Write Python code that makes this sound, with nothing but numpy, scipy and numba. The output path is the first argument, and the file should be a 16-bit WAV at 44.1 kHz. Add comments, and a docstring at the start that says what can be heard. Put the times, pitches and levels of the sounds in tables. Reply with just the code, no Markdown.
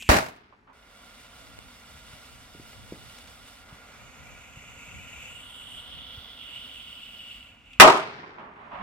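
"""A short sizzle and a sudden bang: the first of two firecrackers goes off on a stump beside a field.
The second fuse hisses and burns down into its cardboard tube, where rushing gas makes the tube sing.
It falters, then explodes. Both blasts overload the microphone, scatter off nearby trees and roll back
from the far woods. Underneath are a faint country rumble, light gusts and a few dull thumps."""
import sys
import numpy as np
from scipy import signal
from scipy.fft import rfft, irfft
from scipy.io import wavfile
from scipy.ndimage import uniform_filter1d
from numba import njit

SR = 44100
rng = np.random.default_rng(int(sys.argv[2]) if len(sys.argv) > 2 else 0)


def to_wav(s):
    """Save 16-bit WAV."""
    ch = np.atleast_2d(s).T  # columns
    pcm = np.round(np.clip(ch, -1, 1) * 32767)  # PCM
    wavfile.write(sys.argv[1], SR, pcm.astype(np.int16))


N = 388962

# One row a blast: start_s, shock_db, crack_db, scatter_db, scatter_fade_s, roll_db, thud_db,
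# echo_db, near_echo_lag_s
BLASTS = [(0.09, -3.5, -30.5, -12.5, 0.49, -48, -3, -10.5, 0),
          (7.799, 3, 5.5, -1, 0.59, -31.5, -39.5, 1.5, .0035)]
# Tone of the sound scattered close by, one table a blast: pitch_hz, level_db
SCATTER_TONES = [
    [(35, -38), (60, -8.5), (135, -6), (210, -5.5), (266, -3), (368, -10.5), (627, -5), (1100, -10),
     (1740, -11), (2530, -13.5), (3420, -22.5), (3930, -19), (15500, -33.5)],
    [(35, -65.5), (60, -39), (139, -20), (351, -7), (433, -5), (533, -12), (627, -3), (792, -2),
     (1050, -2.5), (1120, -4.5), (1260, -2.5), (1590, -14.5), (2590, -20), (8470, -34), (15500, -55)],
]
# Stereo width of that scatter, one table a blast: pitch_hz, side_boost_db
SCATTER_WIDTHS = [
    [(300, -8), (650, 4), (1300, 6.5), (2600, 2), (10000, 3)],
    [(300, -10), (650, -3.5), (1300, 1), (2600, 7.5), (10000, 1)],
]
# Stereo width of the far roll and the woods: pitch_hz, side_boost_db
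FAR_WIDTH = [(250, -13.5), (700, 0), (1300, 4), (10000, 1)]
# Two narrow, hollow microphone resonances heard in each bang: pitch_hz, width_hz, boost_db
MIC_RING = [(376, 40, 3.5), (633.5, 27, 7)]
LIT_S, SPARKS_S = 0.73, 5.86  # the second fuse is alight; sparks fly from inside its tube


def undb(db):
    """Turn decibels into a plain multiplier."""
    return 10 ** (np.asarray(db) / 20)


def unit(x):
    """Scale to an average strength (rms) of 1."""
    return x / np.sqrt(np.mean(x ** 2))


def clock():
    """Time of every sample in seconds."""
    return np.arange(N) / SR


def ramp(start_s, length_s):
    """Straight rise from 0 to 1."""
    return np.clip((clock() - start_s) / length_s, 0, 1)


def fade(t, fade_s):
    """Die away by 60 dB every fade_s seconds."""
    return np.exp(-np.log(1000) * t / fade_s)


def add(out, start_s, x):
    """Mix x into out from start_s on."""
    i = int(np.clip(start_s * SR, 0, N - 1))
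    out[:, i:i + x.shape[-1]] += x[..., :N - i]


def wander(rate_hz):
    """A smooth random drift, about 1 either way."""
    hold = int(SR / rate_hz)
    steps = np.repeat(rng.standard_normal(N // hold + 1), hold)
    return 1.3 * uniform_filter1d(uniform_filter1d(steps, hold), hold)[:N]


def grains(size, spread_db, length=12):
    """Noise made of tiny bursts of unequal strength."""
    strength = undb(spread_db * np.repeat(rng.standard_normal(size // length + 1), length)[:size])
    return unit(strength * rng.standard_normal(size))


def stereo_noise(size, spread_db, shared):
    """Grainy noise, partly the same on the left and right."""
    common = grains(size, spread_db)
    separate = np.array([grains(size, spread_db) for _ in range(2)])
    return np.sqrt(shared) * common + np.sqrt(1 - shared) * separate


def colour(x, points, power=1):
    """Shape the tone along a curve of (pitch_hz, level_db) points."""
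    hz, db = np.transpose(points)
    f = np.maximum(np.fft.rfftfreq(x.shape[-1], 1 / SR), 1)
    return irfft(rfft(x) * undb(power * np.interp(np.log(f), np.log(hz), db)), x.shape[-1])


def band(x, hz, kind):
    """Gently keep the lows, the highs or a band between."""
    return signal.sosfilt(signal.butter(2, hz, kind, fs=SR, output="sos"), x)


def hollow(x, rings):
    """Boost or cut a few narrow bands for a hollow tone."""
    f = np.fft.rfftfreq(x.shape[-1], 1 / SR)
    boost = sum((undb(db) - 1) / (1 + 2j * (f - hz) / width) for hz, width, db in rings)
    return irfft(rfft(x) * (1 + boost), x.shape[-1])


def widen(x, points):
    """Set the stereo width by shaping what left and right do not share."""
    mid = x.mean(axis=0)
    return mid + colour(x - mid, points)


@njit
def moving_band(x, hz, width_hz):
    """Keep a band around a moving pitch."""
    y, mid, low = np.empty(len(x)), 0., 0.
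    for i in range(len(x)):
        tuning, damping = np.tan(np.pi * hz[i] / SR), width_hz / hz[i]
        swing = (mid + tuning * (x[i] - low)) / (1 + tuning * (tuning + damping))
        mid, low, y[i] = 2 * swing - mid, low + 2 * tuning * swing, damping * swing
    return y


def resonate(x, hz, width_hz):
    """Make both channels ring around a moving pitch."""
    width_hz = float(width_hz)
    return unit(np.array([moving_band(moving_band(c, hz, width_hz), hz, width_hz) for c in x]))


def gas_jet(path, start_s, rise_s, end_s, gain_db, second_db, third_db, dulling_db_per_s):
    """Gas rushing out of the tube rings it at three pitches, which move together and grow duller."""
    t = clock()
    times, pitches, levels = np.transpose(path)
    first_hz, db = np.interp(t, times, pitches), np.interp(t, times, levels)
    second_hz = 2.72 * first_hz
    # The first sparks damp the overtones, which then clear again.
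    choke = ramp(SPARKS_S - .1, 0.33) * np.exp(-np.maximum(t - SPARKS_S, 0) / 0.62)
    overtone_db = -17 * choke - dulling_db_per_s * np.maximum(t - start_s, 0)
    gas = stereo_noise(N, spread_db=4, shared=0.76)
    waver = 1 + .008 * wander(25)
    core = resonate(gas, first_hz * waver, width_hz=660)
    just_below = resonate(gas, 0.97 * first_hz, width_hz=680)
    first = unit(core + undb(-4) * just_below)
    second = resonate(gas, second_hz * waver, width_hz=2300)
    third = resonate(gas, (second_hz + 4800) * waver, width_hz=3200)
    overtones = undb(overtone_db) * (undb(second_db) * second + undb(third_db) * third)
    loudness = undb(db + gain_db + .8 * wander(22)) * ramp(start_s, rise_s) * (t < end_s)
    return (first + overtones) * loudness


def country_air(rumble_db=-57.5, dip_db=-7, return_after_s=0.59, return_s=0.42):
    """Distant rumble and gusts that flutter in the bass; both dip after a blast and come back."""
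    # Tone of the rumble: pitch_hz, level_db
    rumble_tone = [(20, -11), (48, 1.5), (90, -5.5), (150, -11), (260, -4), (380, -28), (1000, -23),
                   (2500, -26.5), (6000, -38.5), (15000, -56.5)]
    # Gusts of breeze: peak_s, level_db, half_length_s
    gusts = [(1.7, -60, 0.27), (2.756, -57.5, 0.61), (4.696, -56.5, 0.71), (6.15, -61, 0.6)]
    dip = sum(ramp(s + .1, .1) - ramp(s + return_after_s, return_s) for s, *_ in BLASTS)
    strength = sum(undb(db) * np.exp(-((clock() - s) / half_s) ** 2) for s, db, half_s in gusts)
    rumble = unit(colour(stereo_noise(N, spread_db=3.5, shared=0.91), rumble_tone))
    breeze = unit(band(stereo_noise(N, spread_db=2.5, shared=0.27), [55, 140], "bandpass"))
    breeze *= undb(4.9 * wander(13))
    return (undb(rumble_db) * rumble + strength * breeze) * undb(dip_db * dip)


def powder_spits():
    """The powder spits short spurts of sparks, some of them ringing in the tube."""
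    # Spurts: start_s, level_db, fade_s, tube_share (0 to 1)
    spurts = [(0.0235, -28.5, 0.038, 0.69), (3.183, -46.5, 0.077, 0.14), (3.274, -48.5, 0.071, 0),
              (7.733, -39.5, 0.027, 0.8)]
    out, t = np.zeros((2, N)), np.arange(SR // 8) / SR
    for start_s, db, fade_s, share in spurts:
        spurt = band(stereo_noise(len(t), spread_db=-3, shared=0.79), 405, "highpass")
        ring = unit(band(spurt, [2550, 3150], "bandpass"))
        direct = unit(band(spurt, 6500, "lowpass"))
        add(out, start_s, undb(db) * fade(t, fade_s) * (share * ring + (1 - share) * direct))
    return out


def blasts(push_s=0.0013, thud_hz=64, crack_s=0.023, yard_edge_s=0.15, roll_fade_s=2.57):
    """A shock and its crack, scatter from the ground and trees, then a long roll across the field."""
    # Tone of the bright crack: pitch_hz, level_db
    crack_tone = [(100, -28.5), (600, -7), (1300, 3.5), (2800, 0.5), (5000, -13), (9000, -16.5),
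                  (15500, -30.5)]
    # Tone of the long roll: pitch_hz, level_db
    roll_tone = [(35, -61.5), (60, -35), (90, -9), (325, -8), (427, -1.5), (478, -11.5), (927, -9),
                 (2260, -8.5), (5250, -23), (14000, -78.5)]
    out, t = np.zeros((2, N)), np.arange(3 * SR // 2) / SR
    for blast, tone, width in zip(BLASTS, SCATTER_TONES, SCATTER_WIDTHS):
        start_s, shock_db, crack_db, scatter_db, fade_s, roll_db, thud_db, *_ = blast
        shock = band((1 - t / push_s) * np.exp(-t / push_s), 7000, "lowpass")  # a push, then suction
        # The overloaded microphone swings back with a low thud.
        overload_thud = -np.sin(2 * np.pi * thud_hz * np.maximum(t - .003, 0)) * fade(t, 0.072)
        crack = unit(colour(stereo_noise(len(t), spread_db=4, shared=0.19), crack_tone))
        crack *= np.exp(-(t / crack_s) ** 2)
        scatter = colour(stereo_noise(len(t), spread_db=5.5, shared=0.21), tone)
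        scatter = unit(hollow(scatter, MIC_RING))
        dull = band(scatter, 5400, "lowpass")
        scatter = dull + (scatter - dull) * fade(t, 4.7)  # longer paths lose their treble
        scatter *= fade(t, fade_s) / np.sqrt(1 + (t / yard_edge_s) ** 4)  # trees thin out past the yard
        roll = unit(colour(stereo_noise(len(t), spread_db=5, shared=0.17), roll_tone))
        dull = band(roll, 1700, "lowpass")
        roll = dull + (roll - dull) * np.exp(-(t / .5) ** 2)
        roll *= fade(t, roll_fade_s) * undb(0.59 * wander(60)[:len(t)])
        direct = undb(shock_db) * shock + undb(crack_db) * crack + undb(thud_db) * overload_thud
        around = undb(scatter_db) * widen(scatter, width) + undb(roll_db) * widen(roll, FAR_WIDTH)
        add(out, start_s, direct + around)
    return out


def echoes(slap_rise_s=.0006, slap_fade_s=0.073):
    """Near trunks and walls slap each blast back; the far woods, to the right, return dull swells."""
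    # Echoes off trunks and walls: delay_s, level_db, edge_db (bright edge, relative to the echo)
    near_echoes = [(.0235, -3.5, -27), (.045, -9, -29), (.073, -5.5, -22), (.0955, -11.5, -26),
                   (.13, -27, -30), (.172, -25, -4), (.194, -26.5, -24), (.271, -42.5, -16)]
    # Tone of that bright edge: pitch_hz, level_db
    edge_tone = [(500, -7), (3000, 0.5), (7500, 3.5), (10000, -10.5), (15500, -21)]
    # Echoes off the woods: delay_s, level_db, rise_s, fade_s
    far_echoes = [(.434, -39, .001, 0.089), (.582, -42, 0.0025, 0.66), (.731, -45, 0.068, 2.6),
                  (.911, -38, 0.014, 1.15), (1.0, -30, 0.03, 0.57)]
    # Tone of the woods: pitch_hz, level_db
    woods_tone = [(59, -44), (100, -21), (212, -5), (460, -31), (544, -8.5), (1050, -2), (1530, -13.5),
                  (2910, -21.5), (3200, -24.5), (9000, -73), (11700, -109), (19800, -120)]
    out, t = np.zeros((2, N)), np.arange(SR // 2) / SR
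    to_right = undb([[-2], [2]])
    stops_s = (LIT_S, N / SR)  # the first blast's late swells break off abruptly at LIT_S
    for blast, tone, width, stop_s in zip(BLASTS, SCATTER_TONES, SCATTER_WIDTHS, stops_s):
        start_s, *_, echo_db, lag_s = blast
        for delay_s, db, edge_db in near_echoes:
            slap = stereo_noise(len(t), spread_db=-2, shared=0.49)
            body = widen(unit(hollow(colour(slap, tone), MIC_RING)), width)
            body *= fade(t, slap_fade_s) * (1 - np.exp(-t / slap_rise_s))
            edge = undb(edge_db - 5.5) * colour(slap, edge_tone) * fade(t, 0.0083)
            add(out, start_s + lag_s + delay_s, undb(echo_db + db) * (body + edge))
        for delay_s, db, rise_s, fade_s in far_echoes:
            noise = stereo_noise(len(t), spread_db=2.5, shared=0.34)
            swell = widen(unit(colour(noise, woods_tone)), FAR_WIDTH)
            swell *= (1 - np.exp(-t / rise_s)) * fade(t, fade_s) * (start_s + delay_s + t < stop_s)
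            add(out, start_s + delay_s, to_right * undb(echo_db + db) * swell)
    return out


def burning_fuse(level_db=-56, enters_tube_s=3.56, sinks_s=6.0, falters_s=7.36):
    """Burning grains hiss and sizzle until the tube swallows the flame; later, sparks fizz out."""
    # Tone of the flame: pitch_hz, level_db
    flame_tone = [(150, -30.5), (330, -9.5), (620, -1), (1000, -5.5), (1400, -2.5), (1800, -10.5),
                  (2300, -8), (3500, -7), (4200, -9), (5200, -8.5), (6900, -12), (8800, -7.5),
                  (10900, -14.5), (12500, -13), (15500, -20)]
    t = clock()
    hiss = colour(stereo_noise(N, spread_db=3, shared=0.88), flame_tone)
    hiss /= np.std(band(hiss, [600, 2000], "bandpass"))
    body = colour(hiss, [(1800, 1), (3000, -11), (5000, -19), (8000, -38.5)])
    sizzle = (hiss - body) * undb(0.72 * wander(26))
    catching_db = -5 * (1 - ramp(LIT_S, 0.3))
    body_db = level_db + catching_db - 3 * np.maximum(t - sinks_s, 0)  # fainter deep in the tube
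    sizzle_db = level_db + 0.5 + 2.35 * catching_db
    sizzle_db -= 0.8 * np.maximum(enters_tube_s - t, 0)  # the open flame slowly gains strength
    sizzle_db -= 5 * ramp(enters_tube_s, 0.088) + 5 * np.maximum(t - enters_tube_s, 0)
    sparks = colour(sizzle, [(5000, 0.0052), (6200, -9), (11000, -9), (13500, 5)])
    sparks *= undb(-60) * ramp(SPARKS_S - 0.24, 0.48)
    falter = ramp(falters_s, 0.22)
    body *= undb(body_db - 5.355 * falter)
    treble = (sizzle * undb(sizzle_db) + sparks) * undb(-19.95 * falter)
    alight = (t > LIT_S) * (t < BLASTS[1][0])
    return (body + treble) * undb(0.65 * wander(13)) * alight


def from_stump(x, gain_db=-2.5, ground_db=-5, lead_s=.000061):
    """The hiss rings hollowly, bounces off rough ground and reaches the left microphone first."""
    # Hollow bands in the hiss: pitch_hz, width_hz, boost_db
    hiss_ring = [(1417, 92, 5), (2128, 243, 9.5), (2670, 100, 6), (2893, 71, 8.5), (3516, 180, 7.5),
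                 (3840, 210, -6.5)]
    # Balance between the sides: pitch_hz, left_minus_right_db
    balance = [(60, 0), (110, -11), (200, -17), (380, 5.5), (700, -3.5), (1290, -4.5), (2380, 1),
               (4400, -7), (8120, 2), (15000, -1.0)]
    f, t = np.fft.rfftfreq(N, 1 / SR), np.arange(SR // 20) / SR
    ground = rng.standard_normal((2, len(t))) * fade(t, 0.061) * (t > .002)
    ground *= undb(ground_db) / np.sqrt(np.sum(ground ** 2, axis=1, keepdims=True))
    ripple = (1 + rfft(ground, N)) / np.sqrt(1 + undb(2 * ground_db))
    spectrum = rfft(hollow(x, hiss_ring)) * ripple * undb(gain_db)
    lead = lead_s / np.hypot(1, f / 14000)  # the lead shrinks in the high treble
    left, right = irfft(spectrum[0], N), irfft(spectrum[1] * np.exp(-2j * np.pi * f * lead), N)
    return np.array([colour(left, balance, .5), colour(right, balance, -.5)])


def dull_thumps(rumble_db=-18):
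    """Each thump is about one swing of air pressure with a faint low rumble after it."""
    # Thumps close by: start_s, level_db, pitch_hz
    thumps = [(1.946, -47, 85), (2.132, -42, 107.5), (2.549, -38, 337), (2.597, -35, 254),
              (2.9225, -26, 383), (3.725, -37, 137), (4.57, -39, 118), (6.175, -35, 89)]
    out, t = np.zeros((2, N)), np.arange(SR // 6) / SR
    for start_s, db, hz in thumps:
        swing = np.sin(2 * np.pi * hz * t) * np.exp(-(t * hz) ** 4)
        rumble = unit(band(rng.standard_normal(len(t)), [hz / 3, 1.4 * hz], "bandpass"))
        add(out, start_s, undb(db) * (swing + undb(rumble_db) * rumble * fade(t, 0.27)))
    return band(out, 700, "lowpass")


def scene():
    """Mix the open field: the first fuse burns straight ahead, the second off to the left."""
    # Lowest ring of each tube as gas rushes out: time_s, pitch_hz, level_db
    first_path = [(0, 2600, -39), (.04, 2660, -43.5), (.088, 2600, -36)]
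    second_path = [(4.05, 2470, -58.5), (5.23, 2620, -47.5), (5.5, 3160, -47.5), (5.62, 3120, -45.5),
                   (6.3, 3355, -47), (6.54, 3000, -43.5), (6.61, 3130, -45.5), (7.35, 2960, -48),
                   (7.49, 2830, -53), (7.56, 2730, -63), (7.72, 2700, -56)]
    first = gas_jet(first_path, start_s=0, rise_s=0.00079, end_s=BLASTS[0][0],
                    gain_db=-2.5, second_db=-6.5, third_db=-16, dulling_db_per_s=64)
    second = gas_jet(second_path, start_s=3.65, rise_s=0.42, end_s=BLASTS[1][0],
                     gain_db=0, second_db=0, third_db=-8, dulling_db_per_s=3)
    ahead = 0.59 * first.mean(axis=0) + 0.3 * first
    to_left = from_stump(burning_fuse() + second)
    return ahead + to_left + powder_spits() + blasts() + echoes() + dull_thumps() + country_air()


def record(dry, ceiling=.91, low_cut_hz=26, top_hz=15850):
    """The recorder flattens the loudest peaks and cuts the deepest bass and the highest treble."""
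    flattened = dry / (1 + np.abs(dry / ceiling) ** 6) ** (1 / 6)
    trimmed = band(flattened, low_cut_hz, "highpass")
    return signal.sosfilt(signal.ellip(10, .1, 80, top_hz, fs=SR, output="sos"), trimmed)


dry = scene()
out = record(dry)
to_wav(out)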